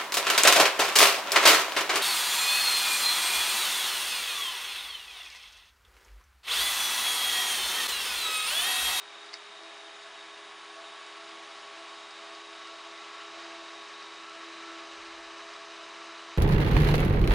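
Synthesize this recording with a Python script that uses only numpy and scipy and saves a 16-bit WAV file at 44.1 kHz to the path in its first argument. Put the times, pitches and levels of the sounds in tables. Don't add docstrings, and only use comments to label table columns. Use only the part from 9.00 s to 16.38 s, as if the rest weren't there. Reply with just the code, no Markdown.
import sys
import numpy as np
from scipy import signal
from scipy.fft import irfft
from scipy.io import wavfile
from scipy.ndimage import uniform_filter1d

SR = 44100
rng = np.random.default_rng(int(sys.argv[2]) if len(sys.argv) > 2 else 0)


def digitize_waveform(pressure):
    field = np.atleast_2d(pressure).T
    bounded = np.clip(field, -1, 1)
    quanta = np.round(bounded * 32767).astype(np.int16)
    wavfile.write(sys.argv[1], SR, quanta)


N = 325268
TIME = np.arange(N) / SR
HANGING_BLADES = 7

# time in seconds, aim from 0 (facing the hanging fan) to 1 (aside).
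MIC_PAN = [(0, 0.14), (2, 0.19), (3.5, 0.36), (5, 0.71), (6, 0.79), (7.38, 0.82)]

# time in seconds, level in dB.
BLADE_LEVEL = [(0, -70.5), (.35, -63.5), (.45, -78), (.63, -58), (.76, -66.5), (.92, -65), (1.08, -71),
               (1.29, -62.5), (1.68, -65.5), (1.81, -61.5), (1.92, -68), (2.4, -57), (2.68, -66),
               (2.8, -59), (3.1, -63), (4.05, -59.5), (4.2, -62), (4.46, -54), (4.9, -62), (5.3, -57.5),
               (5.7, -53), (6.2, -55), (6.45, -58), (7.38, -59)]
# time in seconds, level in dB.
OCTAVE_LEVEL = [(0, -65), (.3, -59), (.5, -65), (.65, -55), (1.0, -60), (1.66, -64), (1.81, -52),
                (2.0, -59.5), (2.5, -56.5), (3.18, -58.5), (3.29, -52.5), (3.45, -63.5), (3.73, -53.5),
                (4.15, -60.5), (4.42, -52), (4.66, -55.5), (4.78, -62), (5.27, -68), (5.38, -52.5),
                (5.53, -68), (5.7, -59), (5.87, -55), (6.0, -61), (6.13, -57), (6.5, -58), (6.8, -56),
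                (7.38, -59.5)]
# time in seconds, level in dB.
DOUBLE_OCTAVE_LEVEL = [(0, -64), (1.4, -67), (2.5, -58.5), (3.4, -66), (3.55, -55.5), (3.72, -58),
                       (3.85, -70), (4.05, -53.5), (4.2, -55.5), (4.4, -65), (4.68, -61), (4.9, -75),
                       (5.28, -54), (5.48, -56.5), (5.68, -52.5), (6.0, -61), (6.75, -57.5), (7.3, -56)]
# time in seconds, level in dB.
MOTOR_LEVEL = [(0, -69), (.95, -63), (1.8, -61), (2.9, -74), (4.7, -69), (6, -60), (7.38, -70)]
# time in seconds, level in dB.
WHINE_LEVEL = [(0, -72), (.7, -63), (1.4, -58), (2.3, -55), (4.75, -54), (6, -55.5), (7.38, -58)]
# multiple of the shaft speed (rounded when played),
# level in dB facing the hanging fan, level in dB aside.
HANGING_HARMONICS = [(6, -86, -89), (8, -82, -78), (12, -74, -77), (16, -68, -79), (20, -77, -70.5),
                     (21, -65.5, -62), (22, -68.5, -74), (24, -63, -66.5), (32, -71, -70), (35, -79, -64),
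                     (40, -75, -84.5), (42, -73.5, -71), (43, -81, -81), (49, -70.5, -75), (52, -68.5, -68),
                     (63.6, -85, -77), (70.2, -75, -69)]
SECOND_HARMONICS = [(14, -65, -66.5), (21, -70, -76), (28, -66, -66)]
FAST_HARMONICS = [(2, -83.5, -80), (6, -73.5, -76.5), (8, -74, -87), (12, -79, -64), (14, -69, -71.5),
                  (16, -70, -65), (18, -70.5, -67)]

# frequency in Hz, relative density in dB.
AIR_SPECTRUM = [(25, -106), (90, -108), (170, -101.5), (300, -95.5), (390, -88.5), (490, -91), (620, -83.5),
                (1500, -83.5), (2900, -83), (4400, -88), (5700, -92.5), (8700, -103.2), (10000, -109.5),
                (10500, -115)]
# centre in Hz, width in Hz, gain in dB facing, gain in dB aside.
AIR_RESONANCES = [(780, 150, 1.5, -3.5), (1202, 510, 3.5, 4), (1225, 170, 0, 2.5), (1870, 90, 2.5, -0.5),
                  (2220, 130, 2.5, 1), (2990, 150, 3, 2), (3380, 450, 3, -4.5), (3970, 190, 1.5, 6.5),
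                  (4560, 150, 3.5, -2.5), (5000, 520, 2, 2), (6020, 220, -5, 6.5), (6310, 330, 3, 2.5),
                  (6890, 350, 5.5, 2), (7900, 990, 2.5, 1.5), (9070, 330, 3.5, 4), (9600, 450, 7.5, -3.5)]
# time in seconds, gain in dB.
AIR_GAIN = [(0, -2), (.6, -1), (1.5, -1.6), (2.2, 0), (3.0, -0.16), (4.2, 1), (4.5, 1.5), (4.9, 1),
            (5.4, 1), (5.75, 2), (6.1, 1), (7.38, 1.2)]

# time in seconds, pitch in Hz.
SING_PITCH = [(0, 3729), (1.6, 3731), (3, 3746), (4.2, 3752), (5.5, 3745), (7.38, 3738)]
# offset in multiples of the shaft speed, relative level in dB.
SING_SIDEBANDS = [(-1, -5.5), (0, -5.5), (1, -4), (3, -16)]
# time in seconds, level in dB.
SING_LEVEL = [(0, -54.5), (1.15, -55.5), (1.55, -58.5), (2.05, -56.5), (2.4, -60), (3.0, -56.5), (4.2, -57),
              (5.2, -56.5), (6, -61.5), (7.38, -58.5)]
# time in seconds, centre in Hz, level in dB.
SIZZLE_BAND = [(0, 9870, -85), (1.3, 9600, -79), (1.6, 9330, -74), (3.2, 9220, -78.5), (7.38, 9195, -101)]
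# frequency in Hz, relative level of the lines there in dB.
RASP_SPECTRUM = [(8800, -93), (9100, -85), (9350, -85), (9600, -84), (9950, -99.5), (10500, -104)]

# start in seconds, direct peak in dB, dullness in dB per octave.
CONTACTS = [(0.261, -41, -11), (0.3305, -37, 13), (0.3344, -35, 4), (0.3366, -40, 2), (0.3389, -35.5, 2),
            (0.3402, -25, 5), (0.3424, -41, -3), (0.3453, -44, 7), (0.3476, -42, -3), (0.634, -42.5, -1),
            (2.065, -42, -14), (2.208, -43, -4), (2.292, -42, -3), (2.892, -45, -10), (3.108, -38.5, -6),
            (3.350, -39, 4), (3.672, -40, -8), (4.437, -40, 2), (4.446, -39.5, 4), (4.886, -43, -1),
            (5.026, -38, 0), (5.296, -41, -2), (6.384, -43, -3), (6.536, -42, -4)]
# frequency in Hz, relative level in dB, seconds to fall 60 dB.
PART_MODES = [(2130, -10.5, 0.026), (2700, -12, 0.014), (3180, -16, 0.01), (3850, -7, .014),
              (4540, 1, 0.014), (4670, 1.5, 0.0048), (4940, -0.5, 0.024), (5230, -9, 0.006),
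              (5780, -11, 0.019), (7230, -13, 0.014), (7900, -6, 0.014), (8860, -16, .01)]
# frequency in Hz, level in dB facing, level in dB aside.
ROOM_LINES = [(37.8, -90.5, -96), (386, -75.5, -89), (894, -68, -71.5), (1507, -68, -76),
              (1410, -78, -66.5), (1655, -75, -66), (1824, -79, -64), (2860, -76, -76.5), (3360, -68, -85)]


def hanging_fan(turns):
    passes = HANGING_BLADES * turns
    blade = tone(passes, follow(BLADE_LEVEL), unrest=0.21, rate_hz=7)
    weaker = shaft_harmonics(turns, HANGING_HARMONICS, unrest=0.29)
    octave = tone(2 * passes, follow(OCTAVE_LEVEL), unrest=0.36, rate_hz=14)
    double_octave = tone(4 * passes, follow(DOUBLE_OCTAVE_LEVEL), unrest=0.28, rate_hz=9)
    motor = tone(36 * turns, follow(MOTOR_LEVEL), unrest=0.22, rate_hz=3.6)
    return blade + weaker + octave + double_octave + motor


def second_fan(turns, blades=7):
    blade = tone(blades * turns, db=-60.5, unrest=0.15, rate_hz=7)
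    return blade + shaft_harmonics(turns, SECOND_HARMONICS, unrest=0.34)


def fast_fan(turns):
    whine = tone(10 * turns, follow(WHINE_LEVEL), unrest=0.39, rate_hz=35)
    return whine + shaft_harmonics(turns, FAST_HARMONICS, unrest=0.14)


def rushing_air(turns, trim_db=-1.02, patchy_db=0.5, flicker_db=0.29, swell_db=-0.27, chop=0.022):
    size, hop = 1024, 256
    t = np.arange(N // hop + 5) * hop / SR
    hz = np.fft.rfftfreq(size, 1 / SR)
    air_hz, density_db = np.transpose(AIR_SPECTRUM)
    shape_db = np.interp(np.log(hz + 1), np.log(air_hz), density_db) + np.zeros((len(t), 1))
    for centre, width, facing_db, aside_db in AIR_RESONANCES:
        shape_db += panned_db(facing_db, aside_db, t)[:, None] * np.exp(-(2 * (hz - centre) / width) ** 2)
    flow_db = follow(AIR_GAIN, t) + swell_db * np.interp(t, TIME, drift(rate_hz=2.6))
    shape_db += flow_db[:, None] * np.interp(hz, [4800, 11000], [1, 0])
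    eddies = uniform_filter1d(rng.standard_normal(shape_db.shape), size=10, axis=0)
    patches = unit_rms(uniform_filter1d(eddies, size=14, axis=1))
    flicker = unit_rms(uniform_filter1d(rng.standard_normal(len(t)), size=4))[:, None]
    shape_db += patchy_db * patches + flicker_db * flicker + trim_db
    white = signal.stft(rng.standard_normal(N + 2 * size), nperseg=size, noverlap=size - hop)[2]
    coloured = white[:, :len(t)] * gain_of(shape_db.T)
    rush = signal.istft(coloured, nperseg=size, noverlap=size - hop)[1][:N] * np.sqrt(SR / 2)
    return rush * (1 + chop * np.cos(2 * np.pi * HANGING_BLADES * turns))


def dry_bearing(turns, hiss_db=-5.0, throb=0.6, wobble_hz=3.5, flutter_db=2.0):
    hz = follow(SING_PITCH) + wobble_hz * drift(rate_hz=3.78)
    cycles = np.cumsum(hz) / SR
    sing = sum(tone(cycles + k * turns, db, unrest=0.38, rate_hz=17) for k, db in SING_SIDEBANDS)
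    hiss = band_noise(hz, width_hz=170) * (1 + throb * np.cos(2 * np.pi * turns))
    flutter = gain_of(flutter_db * drift(rate_hz=40))
    return unit_rms(flutter * (sing + gain_of(hiss_db) * hiss)) * gain_of(follow(SING_LEVEL))


def bearing_rasp(turns, uneven_db=3):
    multiples = np.arange(150, 180)
    shaft_hz = turns[-1] / TIME[-1]
    line_db = follow(RASP_SPECTRUM, multiples * shaft_hz) + uneven_db * rng.standard_normal(len(multiples))
    rasp = sum(gain_of(db) * np.sqrt(2) * np.cos(2 * np.pi * (k * turns + rng.random()))
               for k, db in zip(multiples, line_db))
    return rasp * gain_of(panned_db(facing_db=-2.5, aside_db=-12))


def sizzle():
    return band_noise(follow(SIZZLE_BAND), width_hz=380) * gain_of(follow(SIZZLE_BAND, column=2))


def clicks(ticks_per_s=2.2, attack_s=0.0002, snap_db=-14, snap_t60=0.0039, room_db=-7, room_t60=0.11):
    t = np.arange(SR // 5) / SR
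    radiation = signal.butter(3, [1500, 7600], "band", fs=SR, output="sos")
    ticks = [(start, -51, -5) for start in TIME[rng.random(N) < ticks_per_s / SR]]
    tail = rng.standard_normal(len(t)) * gain_of(-60 * t / room_t60) * (t > 0.001)
    direct = np.zeros(N)
    for start, peak_db, dullness in list(CONTACTS) + ticks:
        ring = sum(gain_of(db - dullness * np.log2(hz) - 60 * t / t60) * np.sin(2 * np.pi * hz * t)
                   for hz, db, t60 in PART_MODES)
        snap = rng.standard_normal(len(t)) * gain_of(snap_db - 60 * t / snap_t60)
        contact = (ring / abs(ring).max() + snap) * (1 - np.exp(-t / attack_s))
        click = signal.sosfilt(radiation, contact)
        add(direct, start, gain_of(peak_db) * click / abs(click).max())
    return direct + gain_of(room_db) * signal.oaconvolve(direct, tail / np.linalg.norm(tail))[:N]


def draught(gust_s=6.02, peak_db=-69.5, rise_db_per_s=107, fall_db_per_s=26):
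    low_band = signal.butter(2, [25, 75], "band", fs=SR, output="sos")
    rumble = unit_rms(signal.sosfilt(low_band, rng.standard_normal(N)))
    gust_db = peak_db - np.maximum(rise_db_per_s * (gust_s - TIME), fall_db_per_s * (TIME - gust_s))
    breeze_db = panned_db(facing_db=-125, aside_db=-88)
    return rumble * np.hypot(gain_of(gust_db), gain_of(breeze_db))


def room_tones():
    return sum(tone(hz * TIME, panned_db(facing_db, aside_db), unrest=0.36, rate_hz=3.0)
               for hz, facing_db, aside_db in ROOM_LINES)


def shaft(speed_hz, wander=0.0016):
    return np.cumsum(speed_hz * (1 + wander * drift(rate_hz=0.25))) / SR


def shaft_harmonics(turns, harmonics, unrest):
    return sum(tone(round(k) * turns, panned_db(facing_db, aside_db), unrest, rate_hz=2.9)
               for k, facing_db, aside_db in harmonics)


def tone(cycles, db, unrest, rate_hz):
    angle = 2 * np.pi * (cycles + rng.random())
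    waver = unrest * drift(rate_hz)
    wave = (1 + waver) * np.cos(angle) + np.roll(waver, N // 2) * np.sin(angle)
    return gain_of(db) * wave * np.sqrt(2 / (1 + 2 * unrest ** 2))


def band_noise(hz, width_hz):
    lowpass = signal.butter(2, width_hz / 2, fs=SR, output="sos")
    real, imaginary = signal.sosfilt(lowpass, rng.standard_normal((2, N)))
    carrier = np.exp(2j * np.pi * np.cumsum(hz) / SR)
    return unit_rms(((real + 1j * imaginary) * carrier).real)


def drift(rate_hz, bins=2048):
    hz = np.arange(bins) * SR / N
    real, imaginary = rng.standard_normal((2, bins))
    spectrum = (real + 1j * imaginary) / (1 + (hz / rate_hz) ** 2)
    spectrum[0] = 0
    return unit_rms(irfft(spectrum, N))


def panned_db(facing_db, aside_db, t=TIME):
    return facing_db + (aside_db - facing_db) * follow(MIC_PAN, t)


def follow(rows, at=TIME, column=1):
    columns = np.transpose(rows)
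    return np.interp(at, columns[0], columns[column])


def gain_of(db):
    return 10 ** (np.asarray(db) / 20)


def unit_rms(x):
    return x / np.sqrt(np.mean(x ** 2) + 1e-20)


def add(mix, start_s, sound):
    part = mix[round(start_s * SR):][:len(sound)]
    part += sound[:len(part)]


def scene():
    hanging, second, fast = shaft(speed_hz=47.6), shaft(speed_hz=58.6), shaft(speed_hz=111.17)
    tones = hanging_fan(hanging) + second_fan(second) + fast_fan(fast) + room_tones()
    whir = tones + dry_bearing(second) + rushing_air(hanging) + bearing_rasp(second) + sizzle()
    mono = whir + draught() + clicks()
    return np.array([mono, mono])


def record(dry):
    lowpass = signal.firwin(401, cutoff=10650, window=("kaiser", 8), fs=SR)
    return signal.oaconvolve(dry, lowpass[None], "same")


dry = scene()
out = record(dry)
digitize_waveform(out)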